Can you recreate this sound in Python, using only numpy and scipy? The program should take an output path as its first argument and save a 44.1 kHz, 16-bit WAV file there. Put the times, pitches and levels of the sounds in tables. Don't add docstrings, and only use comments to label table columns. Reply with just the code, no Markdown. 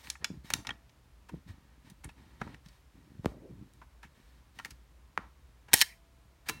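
import sys
import numpy as np
from scipy import signal
from scipy.fft import rfft, irfft
from scipy.io import wavfile
from scipy.ndimage import uniform_filter1d

SR = 44100
rng = np.random.default_rng(int(sys.argv[2]) if len(sys.argv) > 2 else 0)


def generate_wav(signal):
    frames = np.transpose(np.atleast_2d(signal))
    scaled = np.clip(frames, -1, 1) * 32767
    pcm = np.round(scaled).astype(np.int16)
    wavfile.write(sys.argv[1], SR, pcm)


N = 291060
TIME = np.arange(N) / SR


def amp(db):
    return 10 ** (np.asarray(db) / 20)


def evened(x):
    return x / np.sqrt(np.mean(x ** 2) + 1e-20)


def value_at(points, hz):
    point_hz, values = np.transpose(points)
    return np.interp(np.log(hz + 1), np.log(point_hz), values)


def coloured(x, points):
    gain = amp(value_at(points, np.fft.rfftfreq(len(x), 1 / SR)))
    return evened(irfft(rfft(x) * gain, len(x)))


def add(mix, start_s, sound):
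    part = mix[max(round(start_s * SR), 0):][:len(sound)]
    part += sound[:len(part)]


def background(air_db=-61, hum_hz=59, hum_width_hz=9, hum_db=-66):
    # pitch in Hz, relative level in dB.
    air_tone = [(12, -61.5), (20, -32), (39, -8.5), (60, 1.5), (77, -5), (91, -22), (123, -10.5),
                (177, -25), (499, -26.5), (624, -27.5), (678, -29.5), (759, -29), (1030, -27),
                (1290, -29.5), (16000, -46.5)]
    hz = np.fft.rfftfreq(N, 1 / SR)
    hum_band = np.exp(-((hz - hum_hz) / hum_width_hz) ** 2)
    hum = irfft(rfft(rng.standard_normal(N)) * hum_band, N)
    return amp(air_db) * coloured(rng.standard_normal(N), air_tone) + amp(hum_db) * evened(hum)


def housing_ring(ring_db, scatter_db=0, part_notes=()):
    # pitch in Hz, dB above the click, seconds to fade by 60 dB.
    housing = [(916, 7, .025), (1740, 9, 0.038), (1867.5, 14, 0.033), (1900, -2, .24), (2125, 3, 0.038),
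               (2180, -2.5, 0.35), (2273, 8.5, 0.035), (3120, 4.5, 0.026), (3580, -0.5, 0.037),
               (3795, 8.5, 0.027), (4000, 1, 0.024), (4300, 6.5, .025), (4760, -3.5, 0.057),
               (5357, 1, 0.028), (5470, 2, .04), (8370, 4.5, 0.0074), (8880, 10, .012), (12520, 3, 0.0052)]
    t = TIME[:SR // 5]
    response = signal.unit_impulse(len(t))
    shifts_db = ring_db + scatter_db * rng.standard_normal(len(housing))
    notes = [(hz, db + shift, fade_s) for (hz, db, fade_s), shift in zip(housing, shifts_db)]
    for hz, db, fade_s in notes + list(part_notes):
        damping = np.log(1000) / fade_s
        response += amp(db) * 2 * damping / SR * np.exp(-damping * t) * np.cos(2 * np.pi * hz * t)
    return response


def slips(per_s, spread_db, hiss):
    size = amp(spread_db * np.minimum(rng.exponential(1, N), 4))
    slipping = rng.random(N) < per_s / SR
    return evened(size * slipping * rng.choice([-1., 1.], N)) + hiss * rng.standard_normal(N)


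def stroke(start, length, attack_s=0.018, sag_db_per_s=21.5, release_s=0.02):
    t = np.maximum(TIME - start, 0)
    swell = np.minimum(t / attack_s, 1)
    let_go = np.exp(-np.clip(t - length, 0, 1) / release_s)
    return swell * amp(-sag_db_per_s * t) * let_go


def rubbing():
    # pitch in Hz, relative level in dB.
    rub_tone = [(30, -4.5), (70, 9.5), (150, 8.5), (300, 4.5), (500, -17), (750, -28.5), (1200, -30.5),
                (3000, -45.5)]
    return coloured(slips(per_s=110, spread_db=4, hiss=0.66), rub_tone)


def scraping(tilt_db, pivot_hz=2500):
    # pitch in Hz, relative level in dB.
    scrape_tone = [(150, -24), (500, -4), (900, -0.5), (1900, -1.5), (3500, -2.5), (6500, -7.5),
                   (10000, -14), (16000, -14.5)]
    friction = slips(per_s=6000, spread_db=2, hiss=1)
    grains = signal.fftconvolve(friction, housing_ring(ring_db=-5))[:N]
    hz, t, spectrum = signal.stft(coloured(grains, scrape_tone), SR, nperseg=256)
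    octaves = np.log2(np.maximum(hz, 900) / pivot_hz)[:, None]
    gain = amp(octaves * np.interp(t, TIME, tilt_db))
    power = np.mean(abs(spectrum) ** 2, axis=1, keepdims=True)
    gain /= np.sqrt((power * gain ** 2).sum(0) / power.sum())
    return signal.istft(spectrum * gain, SR)[1][:N]


def fingers(grip_rub_db=-72.5, grip_scrape_db=-83.5):
    # start and length in seconds, rub and scrape levels in dB,
    # brightness in dB per octave.
    strokes = [(-.02, 0.0372, -122, -60, 1.5), (0.027, 0.089, -67, -55, 0.5),
               (.205, 0.052, -53.5, -58, -7.5), (0.293, 0.078, -48, -73, -5), (.435, 0.092, -64, -58, 0.5),
               (0.504, 0.097, -49.5, -56, -6), (0.659, 0.057, -50.5, -58, -6),
               (1.305, 0.066, -48, -71.5, -4), (1.468, 0.036, -52.5, -59.5, -1.5),
               (1.528, 0.34, -67.5, -75.5, -6), (1.843, 0.065, -60.5, -66, -1.5),
               (2.036, 0.04, -53, -68, -12), (2.157, 0.246, -61, -67, -3.5), (2.395, 0.15, -47.5, -59, -4),
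               (2.637, 0.13, -76, -69.5, 0.5), (2.932, 0.33, -59, -78, -2), (3.229, 0.085, -50, -66, 0.5),
               (3.326, 0.11, -51.5, -79, -11), (3.488, .15, -50.5, -79, -9), (3.72, 0.119, -69, -83, 4),
               (4.038, 0.02, -64.5, -77, 0), (4.138, 0.26, -70, -71.5, -0.5), (4.543, 0.18, -66.5, -67, 1),
               (5.172, 0.077, -62, -62.5, -7), (5.71, .025, -57, -48, -2), (6.455, .04, -60, -52, -1),
               (6.496, 0.08, -60, -61, -1.5)]
    pressure = np.array([stroke(start, length) for start, length, *_ in strokes])
    rub_db, scrape_db, tilt_db = np.transpose(strokes)[2:]
    rub = amp(rub_db) @ pressure + amp(grip_rub_db)
    scrape = amp(scrape_db) @ pressure + amp(grip_scrape_db)
    brightness = (tilt_db * amp(scrape_db)) @ pressure / scrape
    return rub * rubbing() + scrape * scraping(brightness)


def contact(blow, ring_db, part_db, scatter_db, rattle_db, rattle_ms=8, part_fade_s=0.03):
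    rise_ms, decay_ms, db, hz, below_db, above_db = blow
    edges_hz = [150, 780, 1550, 2800, 6500, 11000, 16000]
    ring = housing_ring(ring_db, scatter_db, [(hz, part_db, part_fade_s)])
    ms = TIME[:len(ring)] * 1000
    after = np.maximum(ms - rise_ms, 0)
    dying = np.exp(-after / decay_ms) + amp(rattle_db) * np.exp(-after / rattle_ms)
    force = np.minimum(ms / rise_ms, 1) ** 2 * dying
    grit_db = evened(uniform_filter1d(rng.standard_normal(len(ms)), size=40))
    chatter = force * amp(grit_db) * rng.standard_normal(len(ms))
    burst = signal.fftconvolve(chatter, ring)[:len(ms)]
    out = np.zeros(len(ms))
    for low, high in zip(edges_hz, edges_hz[1:]):
        octaves = np.log2(np.sqrt(low * high) / hz)
        fall_db = max(-octaves * below_db, octaves * above_db)
        band = signal.sosfilt(signal.butter(4, [low, high], "band", fs=SR, output="sos"), burst)
        level_over_10ms = np.sqrt(np.sum(band ** 2) / (0.01 * SR))
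        out += amp(db - fall_db) * band / level_over_10ms
    return out


def clicks(rows, ring_db, part_db, rattle_db):
    out = np.zeros(N)
    for start, *blow in rows:
        add(out, start, contact(blow, ring_db, part_db, scatter_db=1, rattle_db=rattle_db))
    return out


def handling_ticks():
    # start in seconds, rise and decay in ms, level in dB, pitch in Hz,
    # fall below and above that pitch in dB per octave.
    ticks = [(.068, 4, 2.4, -49, 1940, 11, 9), (.0997, 1.35, 2.3, -30, 6070, 12.5, 22.5),
             (.1527, 0.71, 4, -44, 1760, 17.5, 35), (.2439, 0.2, 3.1, -28.5, 3450, 9, 13),
             (.5017, 0.72, 4.7, -39.5, 2100, 3.5, 4.5), (.536, 1.1, 1.9, -26.5, 5340, 6.5, 11.5),
             (.6475, 1.3, 10, -50, 1390, 7, 8.5), (.6694, 0.244, 2.6, -40, 4077, 5, 15),
             (.6902, 0.41, 3.2, -36, 1780, 9, 12), (.7047, 2.7, 1.8, -40.5, 1750, 9, 12.5),
             (.8917, 3.45, 4, -64, 3500, 9, 16), (1.28, 14.3, 5.7, -51, 940, 5, 5.5),
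             (1.8967, 3.5, 5.4, -61, 6000, 5, 5), (2.032, 11, 10, -51.5, 2180, 4, 7),
             (2.041, 4.3, 3.2, -48, 8840, 26, 34), (2.0857, 6.4, 8, -54.5, 2600, 4, 10.5),
             (2.411, 4.66, 4.1, -37.5, 1335, 2.5, 11.5), (2.4735, 1.47, 2.3, -52.5, 1200, 2, 14),
             (2.539, 6.5, 3, -54, 1980, 11, 10), (2.6587, 1.6, 3.9, -62.5, 4444, 4, 15.5),
             (2.6837, 2.2, 4, -62.5, 4470, 8, 10.5), (3.7357, .3, .9, -68.5, 7070, 11, 10),
             (3.8137, 3.3, 9.6, -50.5, 990, 10, 11), (4.0257, 5.6, 16, -50, 1650, 7, 8),
             (4.586, 3.4, 2.3, -46, 2270, 7.5, 8.5), (4.5957, 0.91, 5.44, -43, 1360, 10.5, 10),
             (4.6478, 0.46, 2, -41, 2050, 17, 7.5), (4.6537, 1.2, 5.9, -49.5, 2100, 4, 4.5),
             (4.7027, 5.4, 5.3, -52.5, 4990, 6, 8), (5.1757, 0.33, 1.7, -41, 1370, 5, 8.5),
             (5.6787, 7, 12.7, -56, 1650, 2.5, 8), (6.4835, 5.2, 6.67, -34.5, 2350, 10, 4),
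             (6.4934, 2.1, 2.94, -35.5, 2350, 4.5, 3.5)]
    return clicks(ticks, ring_db=-12, part_db=4.5, rattle_db=-27)


def bumps(bass_share=0.56, spread_ms=1.95):
    # time in seconds, peak in dB, centre pitch in Hz,
    # softness (higher means less treble).
    knocks = [(0.223, -44, 345, 4.8), (.301, -31.5, 223.4, 3.3), (.311, -35, 167, 4), (.338, -41.5, 230, 5),
              (0.368, -46, 140, 5), (.443, -42.5, 151, 2.6), (.536, -36, 150, 0.8), (1.333, -34, 200, 5.5),
              (1.34, -31, 243, 3.11), (1.463, -46, 170, 6.4), (1.497, -39.5, 94, 8.2),
              (1.916, -44.5, 161, 4.2), (2.05, -41, 70, 4.5), (2.419, -36.5, 228, 8.4),
              (2.466, -38.5, 210, 2.5), (2.662, -46, 160, 6.8), (3.191, -34, 128, 3.37),
              (3.2452, -27.5, 340, 2), (3.2575, -16.5, 193, 1.456), (3.523, -43, 137.1, 11),
              (3.61, -39, 170, 3.9), (5.1762, -14.5, 1450, 4.05), (5.178, -37, 240, 1.36),
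              (5.188, -39.5, 220, 1.7), (5.737, -20.5, 225, 1.7), (5.82, -39.5, 260, 1.3),
              (6.252, -52.5, 120, 4.5), (6.496, -54, 336, 2.6), (6.566, -49, 130, 3)]
    out = np.zeros(N)
    hz = np.fft.rfftfreq(8192, 1 / SR)
    for at, db, centre_hz, softness in knocks:
        smear_ms = spread_ms * (200 / centre_hz) ** 0.35
        ratio = hz / centre_hz
        gain = ratio ** (bass_share * softness) / (1 + ratio ** ((1 + bass_share) * softness))
        lag_turns = 2 * smear_ms * np.sqrt(hz / 1000)
        chirp = np.fft.fftshift(irfft(gain * np.exp(-2j * np.pi * lag_turns)))
        add(out, at - len(chirp) / 2 / SR, amp(db) * chirp / abs(chirp).max())
    return out


def rings(rows, rise_s):
    out = np.zeros(N)
    t = TIME[:SR]
    for start, db, hz, fade_s in rows:
        envelope = np.minimum(t / rise_s, 1) * np.exp(-np.log(1000) * t / fade_s)
        add(out, start, amp(db) * envelope * np.sin(2 * np.pi * hz * t))
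    return out


def rocking():
    # start in seconds, level in dB, pitch in Hz, seconds to fade by 60 dB.
    wobbles = [(0.376, -44, 66, 0.26), (0.574, -50, 107, 0.19), (.700, -42, 83, 0.12),
               (3.262, -32.5, 58.1, 0.17), (4.711, -42, 58.7, 0.35)]
    return rings(wobbles, rise_s=0.014)


def struts():
    # start in seconds, level in dB, pitch in Hz, seconds to fade by 60 dB.
    strut_notes = [(.538, -65.5, 675.6, 1.54), (.7055, -27, 3236, 0.025), (5.74, -69, 670, 3.4)]
    return rings(strut_notes, rise_s=0.00097)


def rasp(start, length, db, first_hz, last_hz, width_hz):
    noise = rng.standard_normal(N) + 1j * rng.standard_normal(N)
    roughness = signal.sosfilt(signal.butter(3, width_hz / 2, fs=SR, output="sos"), noise)
    hz = np.interp(TIME, [start, start + length], [first_hz, last_hz])
    tone = np.exp(2j * np.pi * np.cumsum(hz) / SR)
    return amp(db) * stroke(start, length) * evened((roughness * tone).real)


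def dragging():
    # start and length in seconds, level in dB, first pitch, last pitch and width in Hz.
    slides = [(3.267, .12, -59, 570, 469, 330), (3.405, 0.097, -53.5, 440, 391.5, 327)]
    return sum(rasp(*row) for row in slides)


def shutter_blades():
    # start in seconds, rise and decay in ms, level in dB, pitch in Hz,
    # fall below and above that pitch in dB per octave.
    strikes = [(5.7322, .7, 2.6, -23, 3000, 8, 4), (5.7384, .3, 1.7, -19, 9050, 4.9, 1.5),
               (5.741, .4, 1.3, -27.5, 2270, 6, 1), (5.8055, 2.4, 1.8, -30.5, 4300, 11.5, 7),
               (5.813, .5, 2.4, -17, 3050, 14.4, 7), (5.8188, .8, 2, -23.5, 3800, 8.1, 5),
               (5.8227, .7, 1.8, -28, 1884, 31, 8)]
    return clicks(strikes, ring_db=1.5, part_db=-6, rattle_db=-24.5)


def escapement(weak_tick_db=-6):
    # time in seconds, teeth per second.
    wheel_speed = [(5.747, 137), (5.789, 137), (5.805, 195)]
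    # rise and decay in ms, level in dB, pitch in Hz,
    # fall below and above that pitch in dB per octave.
    lever_blow = (0.14, 3.1, -38, 5448.5, 7.5, 8)
    times, rates = np.transpose(wheel_speed)
    t = np.arange(times[0], times[-1], 1 / SR)
    tick_count = np.floor(2 * np.cumsum(np.interp(t, times, rates)) / SR)
    out = np.zeros(N)
    for k, start in enumerate(t[np.diff(tick_count, prepend=-1) > 0]):
        tick = contact(lever_blow, ring_db=-2, part_db=3, scatter_db=0, rattle_db=-36)
        add(out, start, amp(weak_tick_db * (k % 2)) * tick)
    return out


def gears():
    return rasp(start=5.855, length=0.07, db=-58, first_hz=1950, last_hz=2200, width_hz=600)


def release_spring(start_s=6.4934):
    # pitch in Hz, level in dB, seconds to fade by 60 dB.
    spring_notes = [(312, -38, .1), (440, -43, .12), (1017, -44, .14), (1400, -52, .2), (1766, -52, .27),
                    (2153, -57, .4), (2702, -49.5, .66), (4000, -50, .35), (5943, -55, .22)]
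    return rings([(start_s, db, hz, fade_s) for hz, db, fade_s in spring_notes], rise_s=0.00067)


def room(x, build_s=0.0027):
    # pitch in Hz, seconds to fade by 60 dB.
    fade_times = [(150, 0.17), (1000, .33), (2200, 0.23), (6000, 0.27), (15000, 0.29)]
    hz, t, spectrum = signal.stft(rng.standard_normal(SR // 2), SR, nperseg=256)
    fade = np.exp(-np.log(1000) * t / value_at(fade_times, hz)[:, None])
    tail = signal.istft(spectrum * fade, SR)[1]
    tail *= np.minimum(TIME[:len(tail)] / build_s, 1) ** 2
    return signal.fftconvolve(x, tail / np.linalg.norm(tail))[:N]


def scene(handling_echo_db=-16, shutter_echo_db=-21):
    handling = handling_ticks() + release_spring()
    shutter = shutter_blades() + escapement()
    knocks = bumps()
    body = rocking() + struts()
    friction = fingers() + dragging() + gears()
    echo = room(amp(handling_echo_db) * (handling + knocks) + amp(shutter_echo_db) * shutter)
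    return (handling + shutter + knocks + body + friction + echo + background())[None]


def record(dry, low_cut_hz=38, ceiling=0.85, high_cut_hz=16150):
    thinned = signal.sosfilt(signal.butter(2, low_cut_hz, "high", fs=SR, output="sos"), dry)
    clipped = np.clip(thinned, -ceiling, ceiling)
    treble_cut = signal.firwin(401, high_cut_hz, window=("kaiser", 8), fs=SR)
    return signal.oaconvolve(clipped, treble_cut[None], "same")


dry = scene()
out = record(dry)
generate_wav(out)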